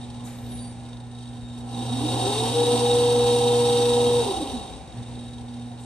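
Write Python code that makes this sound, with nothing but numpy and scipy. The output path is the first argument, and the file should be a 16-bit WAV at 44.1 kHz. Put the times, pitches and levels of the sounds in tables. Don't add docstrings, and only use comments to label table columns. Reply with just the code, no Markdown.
import sys
import numpy as np
from scipy import signal
from scipy.fft import rfft, irfft, next_fast_len
from scipy.io import wavfile
from scipy.ndimage import uniform_filter1d

SR = 44100
rng = np.random.default_rng(int(sys.argv[2]) if len(sys.argv) > 2 else 0)


def boost(x):
    u = np.asarray(x, float) / 20
    return 10 ** u


def to_wav(sig):
    pcm = np.clip(np.atleast_2d(sig), -1, 1) * 32767
    pcm = np.round(pcm).astype(np.int16)
    wavfile.write(sys.argv[1], SR, pcm.T)


N = 257975
T = np.arange(N) / SR
SIZE = next_fast_len(N + SR)
HZ = np.arange(SIZE // 2 + 1) * SR / SIZE + 1e-3

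# (time [s], level of the first ripple line [dB])
RIPPLE = [(0, -41), (1.6, -40.5), (1.69, -37.5), (1.82, -34.5), (1.9, -29.5), (2.25, -30.5), (2.32, -35),
          (2.41, -31), (4.2, -32.5), (4.28, -41), (4.5, -54), (4.92, -57.5), (4.975, -33.5), (5.005, -33.5),
          (5.045, -49), (5.1, -37), (5.2, -42), (5.85, -40.5)]
# (multiple of the ripple rate, level re first line [dB])
BUZZ = [(4, -19.5), (5, -37.5), (7, -41), (10, -55), (11, -31), (12, -33), (13, -32.5), (14, -31.5),
        (15, -30.5)]
# (time [s], level over idle [dB])
CONTACT_FORCE = [(0, 1), (.6, 1.5), (1.1, -1.8), (1.6, 1.5), (1.69, 6), (1.87, 14), (2.1, 18.5), (2.3, 22),
                 (2.85, 23), (4.2, 21.5), (4.3, 18.5), (4.43, 14), (4.71, 5.5), (4.87, 1), (5.0, 1.6),
                 (5.85, 0.3)]
# (idle level [dB], rise per force [dB/dB], extra while gears are loose [dB],
# unevenness at rest [dB], unevenness under load [dB])
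CASING_PARTS = [
    (-53, 0.895, 8.5, 1, 1.8),
    (-51.5, 0.8719, 5.5, 1.4, 0.86),
    (-53.5, 1.0349, 0.9, 1.5, 0.65),
]
# (frequency [Hz], width [Hz], level [dB])
FRAME_RINGS = [(94, 34, -8), (166, 19, -15), (249.8, 22, 5), (312, 41, -2.5), (394, 26, -3.5),
               (412, 104, -3.5), (481, 16, -7), (516, 62, 1), (553, 60, -6.5)]
# (frequency [Hz], width [Hz], level [dB])
HOUSING_RINGS = [(657, 21, -6), (718, 17, -1), (746, 19, 0), (769, 5.4, 3), (799, 6.7, 8), (840.5, 7.4, 1),
                 (920, 22, -11), (943, 53, -8.5), (1006, 37, -12.5), (1038, 18, -8), (1105, 28, -15),
                 (1205, 34, -18.5), (1314, 15, -15), (1410, 17, -18)]
# (frequency [Hz], width [Hz], level [dB])
COVER_RINGS = [(2770, 70, -11), (2905, 40, -13), (3090, 30, -17), (3190, 30, -6), (3280, 50, -13),
               (3510, 40, -11), (3642, 25, -2), (3715, 40, -3), (3762, 25, 1), (3817, 25, 1),
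               (3930, 70, -10), (4080, 30, -15), (4210, 30, -17), (4420, 80, -12), (4510, 51, -16),
               (4650, 50, -18), (4740, 50, -16), (5445, 110, -16), (5742, 35, -15), (6030, 30, -17),
               (6136, 25, -12), (8220, 50, -15), (8322, 40, -14), (8470, 60, -14), (8660, 60, -12),
               (8810, 45, -11), (9160, 30, -13), (9420, 50, -15)]
# (frequency [Hz], level per Hz [dB])
CONTACT_HISS = [(1000, -42), (1400, -25.5), (2300, -26), (2800, -16.5), (4300, -20), (4950, -22),
                (7300, -25.5), (8500, -17), (9400, -19.5), (10400, -19.5), (11000, -29.5), (12300, -34.5),
                (12700, -44), (14000, -60)]
# (frequency [Hz], level per Hz [dB])
HALL_SPECTRUM = [(15, -45), (28, -29), (55, -6), (100, -6.5), (180, -11.5), (400, -18.5), (800, -20.5),
                 (1300, -34), (2300, -31.5), (5000, -38.5), (9000, -41), (10500, -39), (11500, -56),
                 (14000, -70)]
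# (time [s], level [dB], centre [Hz], width [Hz], 60 dB decay [s])
PUFFS = [
    (0.243, -49.5, 9100, 3000, 0.66),
    (.26, -50.5, 1100, 2300, 0.66),
    (0.25, -50, 7000, 1400, 0.23),
    (5.8, -52.5, 8300, 1500, 0.69),
    (1.585, -47, 7700, 7400, 0.062),
    (1.66, -61, 7000, 8000, .08),
    (4.95, -62, 6000, 7000, 0.09),
]
# (time [s], length [s], start [Hz], end [Hz], level [dB])
SQUEAKS = [
    (0.354, .2, 13180, 13160, -62),
    (0.491, 0.13, 10550, 9140, -43),
    (0.551, 0.19, 9320, 9170, -45.5),
    (0.577, .17, 4650, 4620, -55),
    (0.6, 0.184, 8650, 8100, -57),
    (1.39, 0.27, 3710, 3743, -50.5),
    (1.394, 0.51, 7430, 7500, -66),
]
# (time [s], gear tooth rate [Hz])
TOOTH_RATE = [(1.64, 99.95), (1.8, 187.6), (1.95, 249.7), (2.06, 303.8), (2.23, 383), (2.44, 451.8),
              (2.55, 475), (2.72, 480.9), (3.04, 482), (3.8, 481), (4.19, 481.7), (4.23, 462.8),
              (4.28, 407.2), (4.36, 337.7), (4.48, 271.5), (4.7, 174), (4.82, 120)]
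# (tooth rate [Hz], width [Hz], level [dB])
WHINE_SWELLS = [(248, 14, -27.5), (304, 22, -27), (388, 40, -28), (430, 40, -34), (480, 24, -19.2)]
# (frequency [Hz], width [Hz], level [dB])
OCTAVE_SWELLS = [(810, 50, -35), (840, 51, -40)]
# (time [s], dip [dB], length [s])
WHINE_DIPS = [(2.138, 9, .02), (2.203, 17, .02), (2.51, 16, .04), (2.655, 9, 0.012), (2.785, 13, .025),
              (2.874, 4, .02), (4.24, 18, 0.014), (4.34, 12, .02), (4.444, -1, 0.013), (4.514, 18, 0.016),
              (4.63, 5, .045)]
# (multiple of tooth rate, level re steady whine [dB])
GEAR_TONES = [(.29, -26), (0.62, -23), (.667, -34), (1.365, -31), (1.451, -32), (1.59, -22), (1.667, -19),
              (1.955, -23), (2.667, -34.5)]
# (frequency [Hz], correlation)
PORT_LIKENESS = [(60, .98), (500, .97), (750, .78), (2400, .66), (3300, .72), (3800, .92), (4300, .65),
                 (5000, .4), (6900, .2), (8500, .99), (9200, .8), (10250, 1), (11200, .55), (11750, 1)]
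# (frequency [Hz], level [dB])
PORT_BALANCE = [(60, 16.5), (130, -2.5), (250, -2.5), (480, 2.5), (750, -3.5), (1100, 2.5), (2500, -1),
                (3300, 1), (4000, -1), (6700, 4), (8000, 1.5), (9000, 1)]
# (frequency [Hz], phase [rad])
PORT_LEAD = [(60, 0), (500, -.2), (750, .8), (1400, 0), (2200, .1), (3100, 1.1), (4100, .4), (4900, 2.2),
             (5600, .6), (7800, .9), (8600, 0), (10250, -np.pi), (11000, -4.3), (11700, -2 * np.pi)]
# (frequency [Hz], threshold [dB])
TREBLE_GATE = [(7900, -130), (8000, -102), (10000, -100.5), (12000, -89.5), (13500, -82)]


def unit(x):
    return x / np.sqrt(np.mean(x ** 2))


def curve(table):
    return np.interp(T, *np.transpose(table))


def over_hz(table):
    hz, value = np.transpose(table)
    return np.interp(np.log(HZ), np.log(np.maximum(hz, 20)), value)


def shape(x, response):
    return irfft(rfft(x, SIZE) * response, SIZE)[..., :N]


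def walk(rate):
    k = int(SR / rate)
    steps = np.repeat(rng.standard_normal(N // k + 1), k)
    slewed = uniform_filter1d(uniform_filter1d(steps, k), k)
    return unit(slewed[:N])


def resonances(modes):
    power = 0
    for hz, width, db in modes:
        detuning = (HZ / hz - hz / HZ) * hz / width
        power = power + boost(2 * db) / (1 + detuning ** 2) ** 1.33
    return np.sqrt(power)


def speed_and_slack():
    hz = curve(TOOTH_RATE)
    starting = np.clip((T - TOOTH_RATE[0][0]) / 0.13, 0, 1)
    stopping = np.clip((TOOTH_RATE[-1][0] - T) / 0.062, 0, 1)
    loose = np.clip(-12 * np.log10(hz / hz.max()), 0, 1)
    return hz, starting * stopping, loose


def motor_hum():
    ripple_hz, second_lag_s = 120.1, 0.08
    first_db = curve(RIPPLE)
    settled_db = uniform_filter1d(first_db, int(second_lag_s * SR))
    second_db = -40.5 + 0.53 * (settled_db - RIPPLE[0][1])
    second_db += 0.55 * np.minimum(settled_db + 45, 0)
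    second_db += 2 * walk(12)
    first_db = first_db + 0.56 * walk(14)
    phase = 2 * np.pi * ripple_hz * T
    out = boost(first_db) * np.sin(phase) + boost(second_db) * np.sin(2 * phase + 0.53)
    buzz_db = -38.5 + 0.53 * (first_db + 37.5)
    for k, db in BUZZ:
        line_db = buzz_db + db + 1.9 * walk(6.3)
        out += boost(line_db) * np.sin(k * phase + rng.uniform(0, 2 * np.pi))
    return np.sqrt(2) * out


def knocks(per_s, fade_s, spread_db):
    force = boost(spread_db * rng.standard_normal(N))
    hits = (rng.random(N) < per_s / SR) * force / per_s
    fading = signal.lfilter([1], [1, -np.exp(-1 / (fade_s * SR))], hits)
    fading = fading / fading.mean()
    return 1.15 * fading / (.2 + uniform_filter1d(fading, size=2200))


def casing_chatter():
    full_force_db, run_up_share = 16, 0.52
    force_db = curve(CONTACT_FORCE)
    hz, on, loose = speed_and_slack()
    coasting = T > T[np.argmax(hz)]
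    rattle = uniform_filter1d(on * loose * np.where(coasting, 1, run_up_share), size=SR // 8)
    load = np.clip(force_db / full_force_db, 0, 1)
    levels = []
    for idle_db, per_db, loose_db, rest_db, load_db in CASING_PARTS:
        uneven_db = rest_db + (load_db - rest_db) * load
        levels.append(idle_db + per_db * force_db + loose_db * rattle + uneven_db * walk(13))
    frame_db, housing_db, covers_db = levels
    knock = knocks(np.interp(covers_db, [-52, -32], [70, 130]), fade_s=.006, spread_db=2.0)
    contacts = rng.standard_normal((4, 2, N))
    frame_gain = resonances(FRAME_RINGS) / (1 + (HZ / 580) ** 8) / (1 + (60 / HZ) ** 4)
    frame = unit(shape(contacts[0], frame_gain))
    housing_gain = resonances(HOUSING_RINGS) / (1 + (HZ / 1500) ** 6) / (1 + (620 / HZ) ** 8)
    housing = unit(shape(contacts[1], housing_gain))
    cover_gain = resonances(COVER_RINGS) / (1 + (2500 / HZ) ** 8) / (1 + (HZ / 9900) ** 30)
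    ringing = shape(contacts[2] * (1 + (.48 - .2 * load) * (knock - 1)), cover_gain)
    hiss = shape(contacts[3] * (.87 + .13 * knock), boost(over_hz(CONTACT_HISS)))
    out = boost(frame_db - 2.0) * frame + boost(housing_db) * housing
    return out + boost(covers_db + 0.5) * unit(ringing + hiss)


def hall_rumble():
    response = boost(over_hz(HALL_SPECTRUM)) * (HZ < 14000)
    noise = unit(shape(rng.standard_normal((2, N)), response))
    return boost(-45 + 1.9 * walk(3.08)) * noise


def air_puffs():
    out = np.zeros((2, N))
    for s, db, hz, width, t60 in PUFFS:
        after = np.maximum(T - s, 0)
        burst = (1 - np.exp(-after / 0.0019)) * boost(db - 60 * after / t60)
        noise = shape(rng.standard_normal((2, N)), resonances([(hz, width, 0)]))
        out += burst * unit(noise)
    return out


def brake_squeaks():
    out = np.zeros((2, N))
    wobble = np.array([walk(150), walk(150)])
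    for s, length, hz0, hz1, db in SQUEAKS:
        u = np.clip((T - s) / length, 0, 1)
        wobble_hz = 0.00206 * hz1 + 0.08 * abs(hz1 - hz0)
        hz = hz0 + (hz1 - hz0) * u + wobble_hz * wobble
        swell = np.sin(np.pi * u ** .5)
        out += boost(db) * swell * np.sin(2 * np.pi * np.cumsum(hz, axis=1) / SR)
    return out


def gear_whine():
    hz, on, loose = speed_and_slack()
    dip_db = sum(db * np.exp(-((T - s) / length) ** 2) for s, db, length in WHINE_DIPS)
    whine = np.interp(hz, HZ, resonances(WHINE_SWELLS)) * boost(-dip_db)
    phase = 2 * np.pi * np.cumsum(hz) / SR
    speed = np.log10(hz / hz.max())
    phase += .7 * loose * walk(45)
    out = whine * boost((.5 + 2.7 * loose) * walk(30.08)) * np.sin(phase)
    octave_floor = boost(-43.0 + 59 * np.minimum(speed + 0.044, 0))
    octave = np.hypot(octave_floor, np.interp(2 * hz, HZ, resonances(OCTAVE_SWELLS)))
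    out += octave * boost(1.4 * walk(16)) * np.sin(2 * phase + 0.52 * walk(14))
    for k, db in GEAR_TONES:
        tone_db = -19.5 + 260 * speed + db + 2.2 * walk(9)
        out += boost(tone_db) * np.sin(k * phase + .5 * walk(10) + rng.uniform(0, 2 * np.pi))
    return np.sqrt(2) * on * out


def echo(x):
    t60_s, gap_s = 0.45, .01
    t = np.arange(SR) / SR
    tail = rng.standard_normal((2, SR)) * boost(-60 * t / t60_s) * (t > gap_s)
    tail /= np.sqrt(np.sum(tail ** 2, axis=1, keepdims=True))
    return shape(x, rfft(tail, SIZE))


def microphone_ports(direct, diffuse):
    alike = np.clip(over_hz(PORT_LIKENESS), 0, 1)
    half = boost(over_hz(PORT_BALANCE) / 2) * np.exp(.5j * over_hz(PORT_LEAD))
    spread = np.array([half, 1 / half])
    side = np.array([[1], [-1]])
    shared = shape(direct, spread * np.sqrt((1 + alike) / 2))
    return shared + shape(diffuse, side * spread * np.sqrt((1 - alike) / 2))


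def scene():
    tones = motor_hum() + gear_whine()
    distant = air_puffs() + brake_squeaks()
    trail = echo(tones)
    direct, diffuse = casing_chatter() + distant + 0.69 * echo(distant) + hall_rumble()
    return microphone_ports(tones + .08 * trail[0] + direct, .9 * trail[1] + diffuse)


def low_pass(x):
    return signal.sosfilt(signal.butter(12, 13170, fs=SR, output="sos"), x)


def record(dry):
    pair = np.array([[1, 0.99], [1, -1.032]])
    hz, _, z = signal.stft(pair @ dry / 2, SR, nperseg=2048)
    hz = hz[4:1024:8, None]
    power = (np.abs(z[:, :1024].reshape(2, 128, 8, -1)) ** 2).mean(axis=2)
    power = uniform_filter1d(power, size=3, axis=1)
    loud = power[:, 20:50].mean(axis=(0, 1))
    limit = boost(2 * np.interp(hz, *np.transpose(TREBLE_GATE)))
    limit = limit + (hz > 9900) * boost(-2 * 19) * loud
    masked = (hz > 5500) * boost(-2 * 12) * power[::-1]
    z[:, :1024] *= np.repeat(power > limit + masked, 8, axis=1)
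    mix = pair @ signal.istft(z, SR, nperseg=2048)[1][:, :N]
    return low_pass(mix)


dry = scene()
out = record(dry)
to_wav(out)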